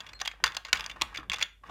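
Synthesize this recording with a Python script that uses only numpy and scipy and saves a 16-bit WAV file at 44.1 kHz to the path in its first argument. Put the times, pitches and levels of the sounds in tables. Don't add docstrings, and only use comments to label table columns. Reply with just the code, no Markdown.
import sys
import numpy as np
from scipy import signal
from scipy.fft import rfft, irfft
from scipy.io import wavfile
from scipy.ndimage import uniform_filter1d

SR = 44100
rng = np.random.default_rng(int(sys.argv[2]) if len(sys.argv) > 2 else 0)


def materialize(psi):
    bounded = np.clip(np.atleast_2d(psi).T, -1, 1)
    quanta = np.round(bounded * 32767).astype(np.int16)
    wavfile.write(sys.argv[1], SR, quanta)


def nominal_scale(level):
    x = np.asarray(level, float) / 20
    return 10 ** x


N = 74970

# start_s, level_db, pitch_hz, contact_ms, crackle_db (crackle that follows)
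CLINKS = [
    (.439, -5, 2020, 4.1, -29),
    (0.649, -25.5, 3460, 4.6, -40.5),
    (.729, -4.5, 2320, 3.96, -28.5),
    (1.298, -15.5, 3510, 1.02, -42),
    (1.425, -10.5, 3500, 4.1, -65),
]
# start_s, level_db, pitch_hz,
# contact_ms
SKIPS = [(0.004, -27.5, 3460, 6.1), (0.064, -34.5, 3160, 8.8), (0.089, -36, 3440, 9.3),
         (0.132, -32, 2060, 3.5), (0.192, -37.5, 3300, 2.4), (0.2, -30, 3480, 3.5),
         (0.205, -29.5, 4440, 4.35), (0.213, -19.5, 3700, 5.4), (0.25, -27, 3600, 8),
         (0.257, -20.5, 3120, 5.2), (0.275, -16, 3580, 4.7), (0.314, -32.5, 2600, 7.),
         (0.452, -23.5, 1870, 3.4), (0.458, -40, 2280, 1.7), (0.466, -20, 3730, 1.8),
         (0.469, -24, 1490, 2.), (0.52, -32, 3300, 3.1), (0.547, -26.5, 1640, 5.8),
         (0.567, -15.5, 4940, 3.65), (0.684, -33, 1500, 11), (0.695, -41.5, 2110, 3.7),
         (0.747, -27.5, 1850, 4.0), (0.759, -30, 3100, 8.1), (0.771, -25, 3440, 5.5),
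         (0.795, -24.5, 3500, 4), (0.808, -19, 3580, 1.3), (0.84, -27, 3340, 6.6),
               (0.862, -19.5, 4800, 2.53), (0.896, -26.5, 3015, 8.2), (0.912, -31, 3440, 8.2),
               (1.149, -26.5, 2290, 1.4), (1.157, -25.5, 2690, 5.7), (1.174, -20.5, 3320, 5.1),
               (1.197, -34.5, 2370, 1.6), (1.317, -18, 2540, 3.24), (1.333, -19.5, 3400, 3.1),
               (1.342, -20.5, 2730, 3.7), (1.358, -29.5, 3480, 7.4), (1.369, -33, 3230, 2.2),
               (1.393, -29, 2930, 4.4), (1.413, -21.5, 2620, 1.9), (1.436, -29.5, 3400, 2),
         (0.444, -18, 1910, 1.6), (0.447, -30, 2300, 0.79), (0.460, -19.5, 3920, 2.5),
               (0.477, -21.5, 3540, 2), (0.489, -36, 1380, 1.3), (0.738, -28, 2340, 1.1),
               (0.754, -24, 2520, 4.6), (0.762, -40, 2600, 2.8), (0.781, -32, 3160, 2.),
               (0.79, -37, 3300, 1.7), (1.028, -43, 3300, 1.05), (1.144, -30.5, 2470, 9),
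               (1.172, -23.5, 2620, 2.7), (1.203, -51, 1735, 3.), (1.305, -38, 3200, 4.4),
               (1.319, -39, 6070, 2.2), (1.322, -26.5, 2300, 4.5), (0.215, -18, 6050, 4.1),
               (1.33, -23.5, 2560, 9), (1.335, -24, 6330, 2.7), (1.384, -29, 1580, 6),
               (1.404, -31, 3300, 3.6), (1.411, -25, 2550, 3.), (1.416, -23, 2310, 3.8),
               (1.435, -25, 3320, 1.6), (1.671, -54, 6470, 4.1)]
# start_s, level_db, pitch_hz, contact_ms
SLAPS = [
    (1.013, -18.5, 3270, 1.3),
    (1.014, -20.5, 2050, 2.3),
    (1.019, -9, 3500, 1.18),
    (1.0222, -15.5, 3600, .9),
]
# start_s, level_db, pitch_hz, contact_ms
KNOCKS = [(0.401, -40.5, 1060, 4.), (0.96, -36, 1050, 12), (0.98, -46, 1100, 3.9), (1.001, -41.5, 2200, 14),
          (1.034, -29.5, 1060, 2.8), (1.126, -39, 1230, 13), (1.185, -32, 1410, 7.7),
          (1.229, -35.5, 1110, 12), (1.635, -38, 1110, 10.7), (1.668, -42.5, 1840, 2.1),
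          (1.694, -29, 945, 7.1), (0.213, -27, 850, 6.5), (0.335, -42.5, 720, 7.1), (0.655, -45, 807, 5.),
          (1.205, -37.5, 707, 8), (1.318, -36.5, 920, 4.9), (1.335, -28.5, 912, 6.4)]
# pitch_hz, level_db, fade_s (time to fall 60 dB)
BOWL = [(1141, -1.5, 0.046), (1267, -4.5, 0.079), (1538, -4, 0.13), (1662, -3.5, 0.1), (1850, -1.5, 0.15),
        (2273, 8, 0.024), (2520, -2, 0.05), (2800, -4, 0.12), (3456, -24, 0.0081), (3460, -0.5, 0.069),
        (4620, -12.5, 0.034), (4786, 0.5, 0.028), (5800, -2.5, 0.021), (6440, -34, 0.037)]
# pitch_hz, level_db, fade_s
HIGH_BOWL = [(3730, -18, 0.014), (7110, -5, 0.013), (8570, -29, 0.0083), (10050, -22.5, 0.0082),
             (10700, -31.5, 0.0057)]
# pitch_hz, level_db (per Hz)
CRACK_COLOUR = [(88, -35.5), (150, -29.5), (2400, 7.5), (4760, 2), (5680, -7), (6910, 0.5), (8400, -31),
                (14200, -29.5), (16000, -46.5)]
# time_s, level_db
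DRAG = [(0, -47), (.12, -53), (.236, -66), (.38, -62.5), (.52, -46.5), (.63, -60.5), (.7, -62), (.8, -38),
        (.95, -55.5), (1.13, -51.5), (1.28, -88), (1.305, -52), (1.42, -51), (1.46, -72), (1.625, -78.5),
        (1.64, -55.5), (1.7, -45.5)]
# start_s, level_db
HANDLE_RINGS = [
    (0.133, -52.5),
    (.148, -48.5),
    (.568, -51.5),
]
# pitch_hz, level_db, fade_s
SPOON = [(1720, -12, .12), (4210, 0, .25), (7740, -6, .045), (12050, -16, .03)]
# start_s, level_db, pitch_hz
THUDS = [
    (0.434, -45, 350),
    (0.731, -43, 377),
    (1.016, -40.5, 334),
    (1.187, -46, 313),
    (1.69, -52, 324),
    (1.298, -50, 150),
]
# time_s, level_db
SHOVE = [(0, -63), (.19, -65), (.39, -69), (.47, -55.5), (.62, -72.5), (.77, -58), (.87, -63),
         (1.05, -58.5), (1.2, -58.5), (1.4, -58.5), (1.5, -73.5), (1.6, -77.5), (1.7, -53.5)]
# pitch_hz, fade_s
ROOM_FADE = [(600, .15), (1300, .29), (3000, .3), (8000, .23)]
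# pitch_hz, level_db
ROOM_COLOUR = [(500, 6), (1500, 1.5), (3500, -6.5), (5000, -11), (12000, -3)]
# pitch_hz, level_db (per Hz)
AIR = [(53, -33), (90, -3), (114, -16), (620, -45.5), (1680, -38), (3430, -44.5), (4260, -40), (13500, -41),
       (16000, -61.5)]
# time_s, pitch_hz, level_db
HUM = [(0.0, 55, -67), (0.052, 52.6, -71), (0.164, 50.5, -56.5), (0.382, 49.56, -62.5), (0.458, 53, -55),
       (0.534, 54.4, -61), (0.548, 54, -61.5), (0.714, 51, -60), (0.742, 53.3, -54), (0.894, 51.5, -58.5),
       (1.334, 51.7, -59), (1.452, 51.1, -62), (1.618, 50, -58.5), (1.7, 54.3, -60)]

SPOT_FADE_S = 0.011
PLACE_DB, DETUNE = 3, 0.025
SKIP_DAMPING = 0.62
SCRAPE_DB, SCRAPE_SLIPS_PER_S = -4.5, 3300
GRIT_FADE_S, GRIT_SLIPS_PER_S = 0.16, 1000
THUD_FADE_S = 0.057
ROOM_DB, AIR_DB = -14.5, -73
LOW_CUT_HZ, HIGH_CUT_HZ = 34, 16300


def evened(x):
    return x / np.sqrt(np.mean(x ** 2) + 1e-20)


def read(points, hz):
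    f, value = np.transpose(points)
    return np.interp(np.log(hz + 1), np.log(f + 1), value)


def along(curve):
    return nominal_scale(np.interp(np.arange(N) / SR, *np.transpose(curve)))


def add(mix, start_s, sound):
    part = mix[max(round(start_s * SR), 0):][:len(sound)]
    part += sound[:len(part)]


def ring(modes, extra_db, size=4096):
    hz, db, fade_s = np.transpose(modes)[:, :, None]
    t = np.arange(size) / SR
    level_db = db + np.reshape(extra_db, (-1, 1)) - 60 * t / np.maximum(fade_s, 0.004)
    return (nominal_scale(level_db) * np.sin(2 * np.pi * hz * t)).sum(0)


def crack():
    log_gain = read(CRACK_COLOUR, abs(np.fft.fftfreq(2048, 1 / SR))) * np.log(10) / 20
    spectrum = np.exp(log_gain - 1j * signal.hilbert(log_gain).imag)
    click = np.fft.ifft(spectrum).real[:1024]
    return click / abs(click).max()


def with_crack(body, crack_db):
    return body + nominal_scale(crack_db) * np.pad(crack(), (0, 3072))


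def contacts(table, crack_db, tilt_db, rise, damping, focus_db, focus_octaves, spot_db):
    modes, out = np.array(BOWL + HIGH_BOWL), np.zeros(N)
    t_ms = np.arange(600) / SR * 1000
    for start_s, db, hz, contact_ms, *_ in table:
        u = t_ms / max(contact_ms, 0.3)
        pure_db = 12 * np.exp(-(contact_ms / 1.3) ** 2)
        strength = 0.16 + (abs(rng.standard_normal(600)) > 1.6)
        envelope = np.minimum(u / rise + 0.15, 1) * np.exp(-u ** 2)
        slips = rng.standard_normal(600) * strength * envelope

        place, detune = rng.standard_normal((2, len(modes)))
        octaves = np.log2(modes[:, 0] / hz)
        colour_db = (focus_db + pure_db) * np.exp(-(octaves / focus_octaves) ** 2)
        colour_db += PLACE_DB * place + tilt_db * np.maximum(octaves, 0)
        tuned = modes.copy()
        tuned[:, 0] *= 1 + DETUNE * detune
        tuned[:, 2] *= damping
        body = ring(tuned, colour_db)
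        spot = ring([(hz, spot_db + pure_db, SPOT_FADE_S)], 0)
        touched = with_crack(body / abs(body).max() + spot, crack_db - pure_db)
        sound = signal.fftconvolve(slips, touched)
        add(out, start_s, nominal_scale(db) * sound / abs(sound).max())
    return out


def clinks():
    return contacts(CLINKS, crack_db=7, tilt_db=12.5, rise=0.14, damping=0.76,
                    focus_db=8, focus_octaves=0.29, spot_db=-8)


def skips():
    return contacts(SKIPS, crack_db=0, tilt_db=6, rise=0.17,
                    damping=SKIP_DAMPING, focus_db=14.5, focus_octaves=0.48, spot_db=-6.5)


def slaps():
    return contacts(SLAPS, crack_db=3.5, tilt_db=3, rise=0.05, damping=0.5,
                    focus_db=5, focus_octaves=0.2, spot_db=-1)


def slipping(per_s, clump_db, spread_db, tilt_db, crack_db, damping):
    clumps_db = clump_db * evened(uniform_filter1d(rng.standard_normal(N), 200))
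    happens = rng.random(N) < per_s / SR
    direction = np.sign(rng.standard_normal(N))
    slips = happens * direction * nominal_scale(clumps_db + spread_db * rng.standard_normal(N))
    modes = np.array(BOWL + HIGH_BOWL) * [1, 1, damping]
    body = ring(modes, tilt_db * np.log2(modes[:, 0] / 1000))
    body = with_crack(body / abs(body).max(), crack_db)
    return evened(signal.fftconvolve(slips, body)[:N])


def scrape():
    rub = slipping(SCRAPE_SLIPS_PER_S, clump_db=0.5, spread_db=4.5, tilt_db=-8.5, crack_db=-34, damping=0.26)
    return nominal_scale(SCRAPE_DB) * along(DRAG) * rub


def grit():
    drive, t = np.zeros(N), np.arange(9000) / SR
    for start_s, *_, crackle_db in CLINKS:
        add(drive, start_s + 0.0012, nominal_scale(crackle_db - 60 * t / GRIT_FADE_S))
    return drive * slipping(GRIT_SLIPS_PER_S, clump_db=4, spread_db=3, tilt_db=-10.5, crack_db=1.5, damping=0.71)


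def handle():
    out = np.zeros(N)
    fade = np.cos(np.linspace(0, np.pi / 2, 3000))
    for start_s, db in HANDLE_RINGS:
        waver = nominal_scale(2.5 * evened(uniform_filter1d(rng.standard_normal(3000), 300)))
        add(out, start_s, nominal_scale(db) * waver * ring(SPOON, 0, size=3000) * fade)
    return out


def knocks():
    return contacts(KNOCKS, crack_db=-30, tilt_db=-14, rise=0.2, damping=0.35,
                    focus_db=6, focus_octaves=0.6, spot_db=-3)


def thuds():
    out = np.zeros(N)
    soft_start = np.minimum(np.arange(4096) / 62, 1)
    for start_s, db, hz in THUDS:
        bowl_push = [(hz, 0, THUD_FADE_S), (hz, -3, 0.03), (0.86 * hz, -4, 0.04)]
        table_jolt = [(135, -1, 0.09), (62, -3, 0.2)]
        add(out, start_s, nominal_scale(db) * ring(bowl_push + table_jolt, 0) * soft_start)
    return out


def rumble():
    hz = np.fft.rfftfreq(N, 1 / SR)
    shape = np.exp(-((hz - 72) / 40) ** 2)
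    shape += nominal_scale(-5.5) * np.exp(-((hz - 160) / 44) ** 2)
    shape += nominal_scale(-19.5) * (hz / 90) ** 3 / (1 + (hz / 143) ** 3) / (1 + (hz / 610) ** 3)
    return along(SHOVE) * evened(irfft(rfft(rng.standard_normal(N)) * shape, N))


def room(x):
    taps = np.zeros((3, SR // 2))
    at = np.arange(120, SR // 2 - 20, 20)
    places = at + rng.integers(0, 20, (3, len(at)))
    np.put_along_axis(taps, places, rng.choice([-1.0, 1.0], (3, len(at))), 1)
    hz, t, z = signal.stft(taps, SR, nperseg=256)
    fade_db = read(ROOM_COLOUR, hz)[:, None] - 60 * t / read(ROOM_FADE, hz)[:, None]
    tail = signal.istft(z * nominal_scale(fade_db), SR, nperseg=256)[1]
    phase = 90 * np.arange(N) / SR + np.arange(3)[:, None] / 3
    turns = np.cos(2 * np.pi * phase) * np.sqrt(2 / 3)
    return signal.fftconvolve(x * abs(turns), tail / np.linalg.norm(tail[0]), axes=1).sum(0)[:N]


def air():
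    hz = np.fft.rfftfreq(N, 1 / SR)
    wash = irfft(rfft(rng.standard_normal(N)) * nominal_scale(read(AIR, hz)) * (hz > 75), N)
    return nominal_scale(AIR_DB) * evened(wash)


def hum():
    time_s, pitch_hz, level_db = np.transpose(HUM)
    t = np.arange(N) / SR
    smooth = uniform_filter1d(uniform_filter1d(rng.standard_normal(N), 1200), 1200)
    tone = np.sqrt(2) * np.sin(2 * np.pi * np.cumsum(np.interp(t, time_s, pitch_hz)) / SR)
    return nominal_scale(np.interp(t, time_s, level_db) + 3 * evened(smooth)) * tone


def scene():
    glass = clinks() + skips() + slaps() + scrape() + grit() + handle() + knocks()
    thin = signal.butter(2, 650, "high", fs=SR, output="sos")
    near = signal.sosfilt(thin, glass) + thuds()
    return (near + nominal_scale(ROOM_DB) * room(near) + rumble() + air() + hum())[None]


def band_limit(x):
    return signal.sosfilt(signal.butter(12, 16840, fs=SR, output="sos"), x)


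def record(dry):
    high_cut = signal.firwin(255, HIGH_CUT_HZ, window=("kaiser", 9), fs=SR)
    low_cut = signal.butter(2, LOW_CUT_HZ, "high", fs=SR, output="sos")
    mix = signal.oaconvolve(dry, high_cut[None], "same")
    mix = signal.sosfilt(low_cut, mix)
    return band_limit(mix)


dry = scene()
out = record(dry)
materialize(out)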